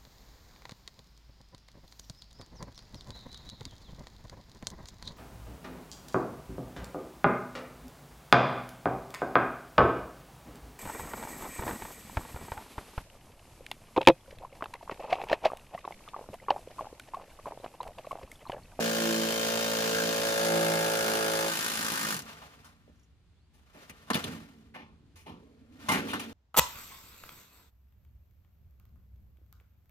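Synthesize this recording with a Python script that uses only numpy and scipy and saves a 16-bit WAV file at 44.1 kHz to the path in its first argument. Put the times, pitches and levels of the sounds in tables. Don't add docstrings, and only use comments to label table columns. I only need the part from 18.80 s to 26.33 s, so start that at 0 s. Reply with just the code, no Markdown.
import sys
import numpy as np
from scipy import signal
from scipy.fft import rfft, irfft
from scipy.io import wavfile
from scipy.ndimage import uniform_filter1d

SR = 44100
rng = np.random.default_rng(int(sys.argv[2]) if len(sys.argv) > 2 else 0)


def dump(signal):
    limited = np.clip(np.atleast_2d(signal).T, -1, 1)
    pcm = np.round(limited * 32767).astype(np.int16)
    wavfile.write(sys.argv[1], SR, pcm)


N = 332073

# [t/s, rate/(blows per s)]
BLOW_RATE_CURVE = [(0, 56.4), (.25, 56.4), (.38, 55.6), (.7, 56.15), (1.5, 55.9), (2.2, 55.1),
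                   (3.05, 54.65), (3.335, 53.0), (3.365, 41), (3.46, 25)]
# [t/s, pressure/(0 to 1)]
PRESSURE_CURVE = [(1.3, 0.15), (1.7, 0.97)]
# [f/Hz, relative level held lightly/dB, relative level pressed hard/dB, t60/s]
SHAFT_MODES = [(884, -12, -7.5, 0.07), (1072, -11, -12, 0.062), (1269, -10, 0.5, .08),
               (1423, -6, -6.5, 0.1), (1663, 2, 1.5, 0.096), (2140, -12.5, -4, .03), (3124, -1, -16, 0.037),
               (3490, -20, -15, .04), (3730, -6, -12, .05), (4720, -7, -7, 0.019),
               (6280, -7.5, -10.5, 0.037)]
# [f/Hz, relative level/dB per Hz]
RATTLE_SPECTRUM = [(35, -47), (60, -28), (217, -8), (842, -6.5), (1700, -5), (2090, -7), (7230, -12),
                   (8510, -19), (10800, -15), (13300, -15), (16000, -7)]
# [t/s, third order level/dB, fourth order level/dB,
# sixth order level/dB, level of the wall hum/dB]
HUM_CURVE = [(0, -44.5, -38, -53, -32.5), (.3, -46, -36, -36, -34.5), (.85, -52, -41.5, -56.5, -34),
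             (1.17, -42.5, -40, -48, -33), (1.52, -48.5, -45, -47.5, -32), (1.75, -39, -40.5, -38.5, -27.5),
             (2.0, -40.5, -49, -44, -31), (2.3, -51.5, -44.5, -48, -32), (2.66, -47, -53.5, -43.5, -32.5),
             (3.1, -59, -49.5, -69.5, -28.5)]
# [multiple of blow rate, relative level held lightly/dB, relative level pressed hard/dB]
WALL_ORDERS = [(2, -10, -21), (5, -2.5, -17.5), (7, -7, -10.5), (8, 5, -3.5), (9, 6.5, -6.5), (10, 6, 2),
               (11, -2.5, -8.5), (12, 0.5, -5.5), (13, -9.5, -9), (14, -11, -10.5), (15, -19, -11),
               (16, -10.5, -14.5)]
# [f/Hz, relative level/dB per Hz]
AIR_SPECTRUM = [(15, -39), (25, -14.5), (70, 1), (123, -12), (185, -13), (229, -27.5), (2350, -36.5),
                (4370, -39.5), (5570, -46.5), (7110, -47), (16000, -58.5)]
# [t/s, level/dB]
MURMUR_CURVE = [(3.4, -48), (3.56, -60.5), (4.0, -64.5), (4.8, -74.5), (5.36, -63.5), (5.48, -39),
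                (5.66, -53), (6.35, -63.5), (6.62, -63), (7.1, -54), (7.26, -43), (7.53, -50.5)]
# [f/Hz, relative level/dB, t60/s]
DRUM_MODES = [(88.1, -11, 0.41), (164, -5.5, 0.12), (223.2, -6.5, 0.41), (277, 2, 0.077), (370, -12, 0.083),
              (448, -2.5, 0.039)]
# [loudest t/s, level/dB, time to fade 20 dB/s]
SLIDE_EVENTS = [(3.499, -50, 0.5), (4.79, -77, 0.06), (4.865, -84, 0.1), (5.011, -55.5, 0.4),
                (5.2, -65, 0.2), (5.37, -41.5, 0.18), (5.485, -44.5, 0.1961), (5.8, -71, 0.4),
                (6.6, -72.5, 1), (7.03, -56.5, 0.22), (7.15, -38.5, 0.2363), (7.41, -47, 0.23)]
# [f/Hz, relative level/dB per Hz]
SCUFF_SPECTRUM = [(240, -36.5), (400, -6), (1460, -5.5), (5430, -19.5), (6240, -20.5), (8370, -24.5),
                  (11200, -23.5), (13300, -20.5), (16000, -22)]
# [t/s, reference level/dB, relative bass level/dB, treble tilt/dB, reference t60/s,
# rise time constant/ms, body f/Hz]
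KNOCK_EVENTS = [(3.618, -49, -23, -9, 0.18, 2, 1090), (3.844, -59, -15.5, 7.5, 0.26, 2.45, 1270),
                (4.076, -72, 16, -3, 0.072, 1.2, 2560), (4.732, -68.5, 1, 6, 0.38, 12, 715),
                (4.946, -57, 5, -3, 0.2, 0.41, 520), (5.096, -47, -2, 7.5, 0.059, 0.74, 2230),
                (5.279, -54, -11.5, -1, 0.14, 1.6, 1190), (5.3027, -25.5, -2, -1, 0.051, 0.38, 1210),
                (5.3335, -33, -10, 2, 0.035, 0.47, 4400), (5.344, -29, -5, 5, 0.044, 0.93, 3480),
                (5.352, -27, 2.5, 1.5, 0.061, 2, 555), (5.441, -36.5, 1.5, 4.5, 0.06, .3, 3470),
                (5.94, -46.5, -9, -8, 0.24, 5.7, 1900), (5.952, -47, -11, -21, 0.36, 2.9, 960),
                (6.356, -64, -6, 10.5, 0.44, 3.1, 2590), (6.46, -41, -1.5, -13.5, 0.27, 14, 810),
                (7.086, -26.5, -5, -2, 0.26, 1.5, 1010), (7.116, -27, -5, 0.5, 0.23, 5.3, 1760),
                (7.281, -41.5, -10, 2.5, 0.41, 6.9, 3250), (7.333, -32, -4.5, -6, 0.13, .8, 1350),
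                (7.395, -45.5, -19, 9, 0.13, 2.4, 2820)]
# [f/Hz, relative level/dB per Hz]
KNOCK_SPECTRUM = [(29, -38), (50, -12), (91, -4), (300, -2), (900, -6), (3410, -13), (8340, -26),
                  (10600, -21), (13500, -26), (16000, -18)]
PANEL_MODES = [508, 762, 887, 1120, 1306, 1777, 2089, 2900]
# [t/s, strength level/dB]
KEY_TOUCHES = [(4.158, -82), (4.1936, -76.5), (4.23, -71)]
# [f/Hz, relative level/dB, t60/s]
KEY_RESONANCES = [(2900, -3, .012), (5600, -2, .008), (6300, 0, .008), (7000, -3, .008)]
# [f/Hz, lead of the left port/rad]
PORT_LEAD = [(0, -3.5), (780, 1.3458), (2240, 2), (3530, -0.5), (4050, 7.5), (4740, 6.5), (5940, 5.5),
             (7060, 5), (10400, -0.1), (11400, 2), (13100, -13.5), (13700, -29.5), (15200, -3.5),
             (16600, -1)]
# [f/Hz, left minus right level/dB]
PORT_LEVELS = [(60, -7), (150, -2), (380, -2.5), (950, 0), (2380, 2), (5980, 2.5), (15000, -1)]

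LIFT_S, LIFT_TAKES_S, LIFT_WALL_DB, LIFT_CLANG_DB = 2.67, .09, -23, -13.5
RELEASE_S, RUNDOWN_DB_PER_S, STOP_S, STOP_DB_PER_S = 3.326, 116.5, 3.405, 349
RATTLE_DB, CLANG_DB, CLANG_PRESSED_DB = -34.5, -40.5, 5.5
SLIP_S, SLIP_LASTS_S, SLIP_HZ, SLIP_DB = 1.185, .04, 1487, 5.5
TICK_DB, TICK_FREED_DB, TICK_IDLE_DB, TICK_T60_S = -43, 4, 6, .01
HUM_LAG_CYCLES = .42
REBOUND_CYCLES = .32
AIR_DB = -63
SLIDE_RISES_FASTER = 2.4
CRACK_DB, CRACK_T60_S = 12, .011
DRUM_RING_DB, PANEL_RING_DB, PANEL_T60_S = -29, -29, .19
BIRD_S, BIRD_LASTS_S, BIRD_FROM_HZ, BIRD_TO_HZ, BIRD_DB = 4.5, .2, 3350, 4550, -82
ECHO_DB, ECHO_T60_S = -8, .06
NOTCH_HZ, NOTCH_WIDTH_HZ, NOTCH_SHARE = 13300, 1500, .7
CUTOFF_HZ = 16150

NOW = np.arange(N) / SR
OPPOSITE_SIDES = np.array([[1], [-1]])


def from_db(db):
    return 10 ** (np.asarray(db) / 20)


def rms_one(x):
    return x / np.sqrt(np.mean(x ** 2) + 1e-20)


def in_time(rows):
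    s, *columns = np.transpose(rows)
    return [np.interp(NOW, s, column) for column in columns]


def at_hz(points):
    hz, value = np.transpose(points)
    return np.interp(np.log(np.fft.rfftfreq(N, 1 / SR) + 1), np.log(hz + 1), value)


def band(x, low_hz, high_hz):
    return signal.sosfilt(signal.butter(2, [low_hz, high_hz], "band", fs=SR, output="sos"), x)


def noise(spectrum, unlike=1.0):
    white = rng.standard_normal((2, N))
    both, apart = irfft(rfft(white) * from_db(at_hz(spectrum)), N)
    return rms_one(both + unlike * band(apart, 2600, 9000) * OPPOSITE_SIDES)


def drift(rate_hz):
    r = np.exp(-2 * np.pi * rate_hz / SR)
    wandering = signal.lfilter([1], [1, -2 * r, r * r], rng.standard_normal(N + SR))
    return rms_one(wandering[SR:])


def ring(strikes, modes, wander_db):
    out = np.zeros(N)
    for k, (hz, level_db, t60) in enumerate(modes):
        r, w = from_db(-60 / (t60 * SR)), 2 * np.pi * hz / SR
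        sign = (-1) ** k
        force = sign * strikes * from_db(level_db + wander_db * drift(1.2))
        out += signal.lfilter([0, np.sin(w)], [1, -2 * r * np.cos(w), r * r], force + 1e-18)
    return out


def evened(x):
    return x / np.sqrt(uniform_filter1d(x ** 2, size=SR // 10) + 1e-12)


def outdoor_air():
    field = noise(AIR_SPECTRUM) + .36 * noise(AIR_SPECTRUM) * OPPOSITE_SIDES
    return from_db(AIR_DB + .85 * drift(3.5)) * field


def hum(turn, press, lifted):
    third_db, fourth_db, sixth_db, wall_db = in_time(HUM_CURVE)
    wall = np.zeros(N)
    for k, light_db, hard_db in WALL_ORDERS:
        level_db = light_db + press * (hard_db - light_db) + 1.3 * drift(2.5) + .8 * drift(25)
        phase = .3 * k * k + .45 * drift(.8) + .18 * drift(25)
        wall += from_db(level_db) * np.cos(2 * np.pi * k * (turn - HUM_LAG_CYCLES) + phase)
    boom = from_db(third_db) * np.cos(2 * np.pi * 3 * turn)
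    boom += from_db(fourth_db) * np.cos(2 * np.pi * 4 * turn)
    boom += from_db(sixth_db) * np.cos(2 * np.pi * 6 * turn)
    skipping = from_db(1.6 * drift(4) + lifted * 4 * drift(22))
    return from_db(wall_db + LIFT_WALL_DB * lifted) * evened(wall) + np.sqrt(2) * skipping * boom


def loose_rattle(turn, blows, loose, press, lifted):
    after_blow = np.exp(-(turn % 1) / .24)
    after_rebound = np.exp(-((turn - REBOUND_CYCLES) % 1) / .08)
    shake = .65 + after_blow + .3 * after_rebound
    uneven = from_db(.5 * drift(400) + .6 * drift(15))
    t = np.arange(SR // 10) / SR
    response = loose[:, :len(t)] * from_db(-60 * t / .041)
    crash = signal.fftconvolve(blows[None], response, axes=1)[:, :N]
    rattle = rms_one(loose * shake * uneven) + .45 * rms_one(crash)
    rattle += .55 * press * band(rattle, 7780, 13000)
    bounce = 1.1 * band(rattle, 80, 330) + .46 * band(rattle, 750, 2000)
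    rattle += lifted * bounce * from_db(4 * drift(13))
    return rattle / np.std(band(rattle, 1670, 15350))


def shaft_clang(blows, rattle, press, lifted):
    held_hard = press * (1 - lifted)
    modes = [(hz, light_db + held_hard * (hard_db - light_db), t60)
             for hz, light_db, hard_db, t60 in SHAFT_MODES]
    chatter = (.005 + .03 * lifted) * rattle[0]
    clang = evened(band(ring(blows + chatter, modes, wander_db=2.2), 700, 9000))
    slipping = from_db(SLIP_DB) * np.exp(-((NOW - SLIP_S) / SLIP_LASTS_S) ** 2)
    clang += slipping * band(clang + rattle[0], SLIP_HZ / 1.15, SLIP_HZ * 1.13)
    return from_db(CLANG_DB + CLANG_PRESSED_DB * press + LIFT_CLANG_DB * lifted) * clang


def striker_ticks(strikes, loose, lifted):
    impulses = strikes * from_db(1.5 * rng.standard_normal(N))
    bursts = signal.lfilter([1], [1, -from_db(-60 / (TICK_T60_S * SR))], impulses)
    level_db = TICK_DB + TICK_FREED_DB * lifted + TICK_IDLE_DB * (NOW > RELEASE_S)
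    return from_db(level_db) * bursts * rms_one(band(loose, 4500, 16000))


def hammer():
    press, = in_time(PRESSURE_CURVE)
    lifted = np.clip((NOW - LIFT_S) / LIFT_TAKES_S, 0, 1)
    stopping = from_db(-STOP_DB_PER_S * np.maximum(NOW - STOP_S, 0))
    running = stopping * from_db(-RUNDOWN_DB_PER_S * np.maximum(NOW - RELEASE_S, 0))
    turn = np.cumsum(in_time(BLOW_RATE_CURVE)[0]) / SR + .64
    strikes = np.diff(np.floor(turn), prepend=0)
    rebounds = np.diff(np.floor(turn - REBOUND_CYCLES), prepend=0)
    blows = strikes * from_db(.97 * rng.standard_normal(N))
    blows += .5 * rebounds * from_db(.5 * rng.standard_normal(N))
    loose = noise(RATTLE_SPECTRUM)
    rattle = loose_rattle(turn, blows, loose, press, lifted)
    body = hum(turn, press, lifted) + shaft_clang(blows, rattle, press, lifted)
    body = body + from_db(RATTLE_DB) * rattle
    return running * body + stopping * striker_ticks(strikes, loose, lifted)


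def handling():
    slides = np.zeros(N)
    for s, db, fade_s in SLIDE_EVENTS:
        away_s = np.maximum(NOW - s, SLIDE_RISES_FASTER * (s - NOW))
        slides += from_db(db - 20 / fade_s * away_s)
    grit = from_db(2 * drift(32) + drift(330))
    scuff = noise(SCUFF_SPECTRUM, unlike=.98) * slides * grit
    murmur = rms_one(ring(rng.standard_normal(N), DRUM_MODES, wander_db=4))
    murmur *= from_db(in_time(MURMUR_CURVE)[0])
    return scuff + murmur * (NOW >= MURMUR_CURVE[0][0])


def knocks():
    crash, t = noise(KNOCK_SPECTRUM, unlike=.95), np.arange(SR // 2) / SR
    sheet_t = t[:len(t) // 4]
    sheet = rng.standard_normal((1, len(sheet_t))) * from_db(-60 * sheet_t / .06)
    crash = crash + .5 * rms_one(signal.fftconvolve(crash, sheet, axes=1)[:, :N])
    bass = rms_one(band(crash, 60, 490))
    middle = rms_one(band(crash, 600, 5270))
    treble = rms_one(band(crash, 3500, 17000))
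    out, strike, tap = np.zeros((2, N)), np.zeros(N), np.zeros(N)
    for s, level_db, bass_db, treble_db, t60, rise_ms, body_hz in KNOCK_EVENTS:
        start = round(s * SR)
        part = slice(start, start + len(t))
        swell = 1 - np.exp(-1000 * t / max(rise_ms, .1))

        def fade(stretch):
            return (swell * from_db(-60 * t / (stretch * t60)))[:N - start]

        panel = rms_one(band(crash[:, part], body_hz / 1.4, body_hz * 1.4))
        crack = np.sin(2 * np.pi * body_hz * t) * from_db(CRACK_DB - 60 * t / CRACK_T60_S)
        crack = (crack / (1 + rise_ms))[:N - start]
        shiver = fade(1) + .26 * fade(1.47)
        sound = crack + from_db(.43 * treble_db) * middle[:, part] * shiver
        sound += .72 * panel * fade(1.49)
        sound += from_db(treble_db) * treble[:, part] * fade(.84)
        sound += from_db(bass_db) * bass[:, part] * fade(2.26)
        out[:, part] += from_db(level_db) * sound
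        strike[part] += from_db(level_db + bass_db) * fade(.33)
        tap[part] += from_db(level_db) * fade(.25)
    panel_modes = [(hz, PANEL_RING_DB, PANEL_T60_S) for hz in PANEL_MODES]
    panels = ring(tap * rng.standard_normal(N), panel_modes, wander_db=3)
    drum = ring(strike * rng.standard_normal(N), DRUM_MODES, wander_db=2.5)
    return out * from_db(1.7 * drift(140)) + from_db(DRUM_RING_DB) * drum + panels


def keys():
    touches = np.zeros(N)
    for s, db in KEY_TOUCHES:
        touches[round(s * SR)] = from_db(db)
    fading = signal.lfilter([1], [1, -np.exp(-1 / (.011 * SR))], touches)
    flurry = fading * rng.standard_normal(N) * (rng.random(N) < .1)
    return ring(flurry, KEY_RESONANCES, wander_db=4) + 2.9 * flurry


def bird():
    along = np.clip((NOW - BIRD_S) / BIRD_LASTS_S, 0, 1)
    hz = BIRD_FROM_HZ + (BIRD_TO_HZ - BIRD_FROM_HZ) / (1 + np.exp(20 * (.5 - along)))
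    whistle = np.sin(2 * np.pi * np.cumsum(hz) / SR)
    return from_db(BIRD_DB + 2 * drift(30)) * np.sin(np.pi * along) * whistle


def ports(x):
    half = np.exp(.5j * at_hz(PORT_LEAD)) * from_db(.5 * at_hz(PORT_LEVELS))
    return irfft(rfft(x) * np.array([half, 1 / half]), N)


def deck(x):
    t = np.arange(SR // 8) / SR
    scatter = rng.standard_normal((2, len(t))) * from_db(-60 * t / ECHO_T60_S) * (t > .002)
    scatter = scatter / np.sqrt(np.sum(scatter ** 2, axis=1, keepdims=True))
    scatter = band(scatter, 765, 9000)
    return from_db(ECHO_DB) * signal.fftconvolve(x, scatter, axes=1)[:, :N]


def scene():
    tool = hammer()
    rest = handling() + knocks() + keys() + bird()
    direct = ports(tool) * (np.arange(N) < N // 2) + ports(rest)
    return direct + deck(tool + rest) + outdoor_air()


def record(dry):
    dry = signal.sosfilt(signal.butter(2, 40, "high", fs=SR, output="sos"), dry)
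    peak = signal.iirpeak(NOTCH_HZ, NOTCH_HZ / NOTCH_WIDTH_HZ, fs=SR)
    dry = dry - NOTCH_SHARE * signal.lfilter(*peak, dry)
    return signal.sosfilt(signal.cheby2(16, 70, CUTOFF_HZ, fs=SR, output="sos"), dry)


dry = scene()
out = record(dry)
dump(out)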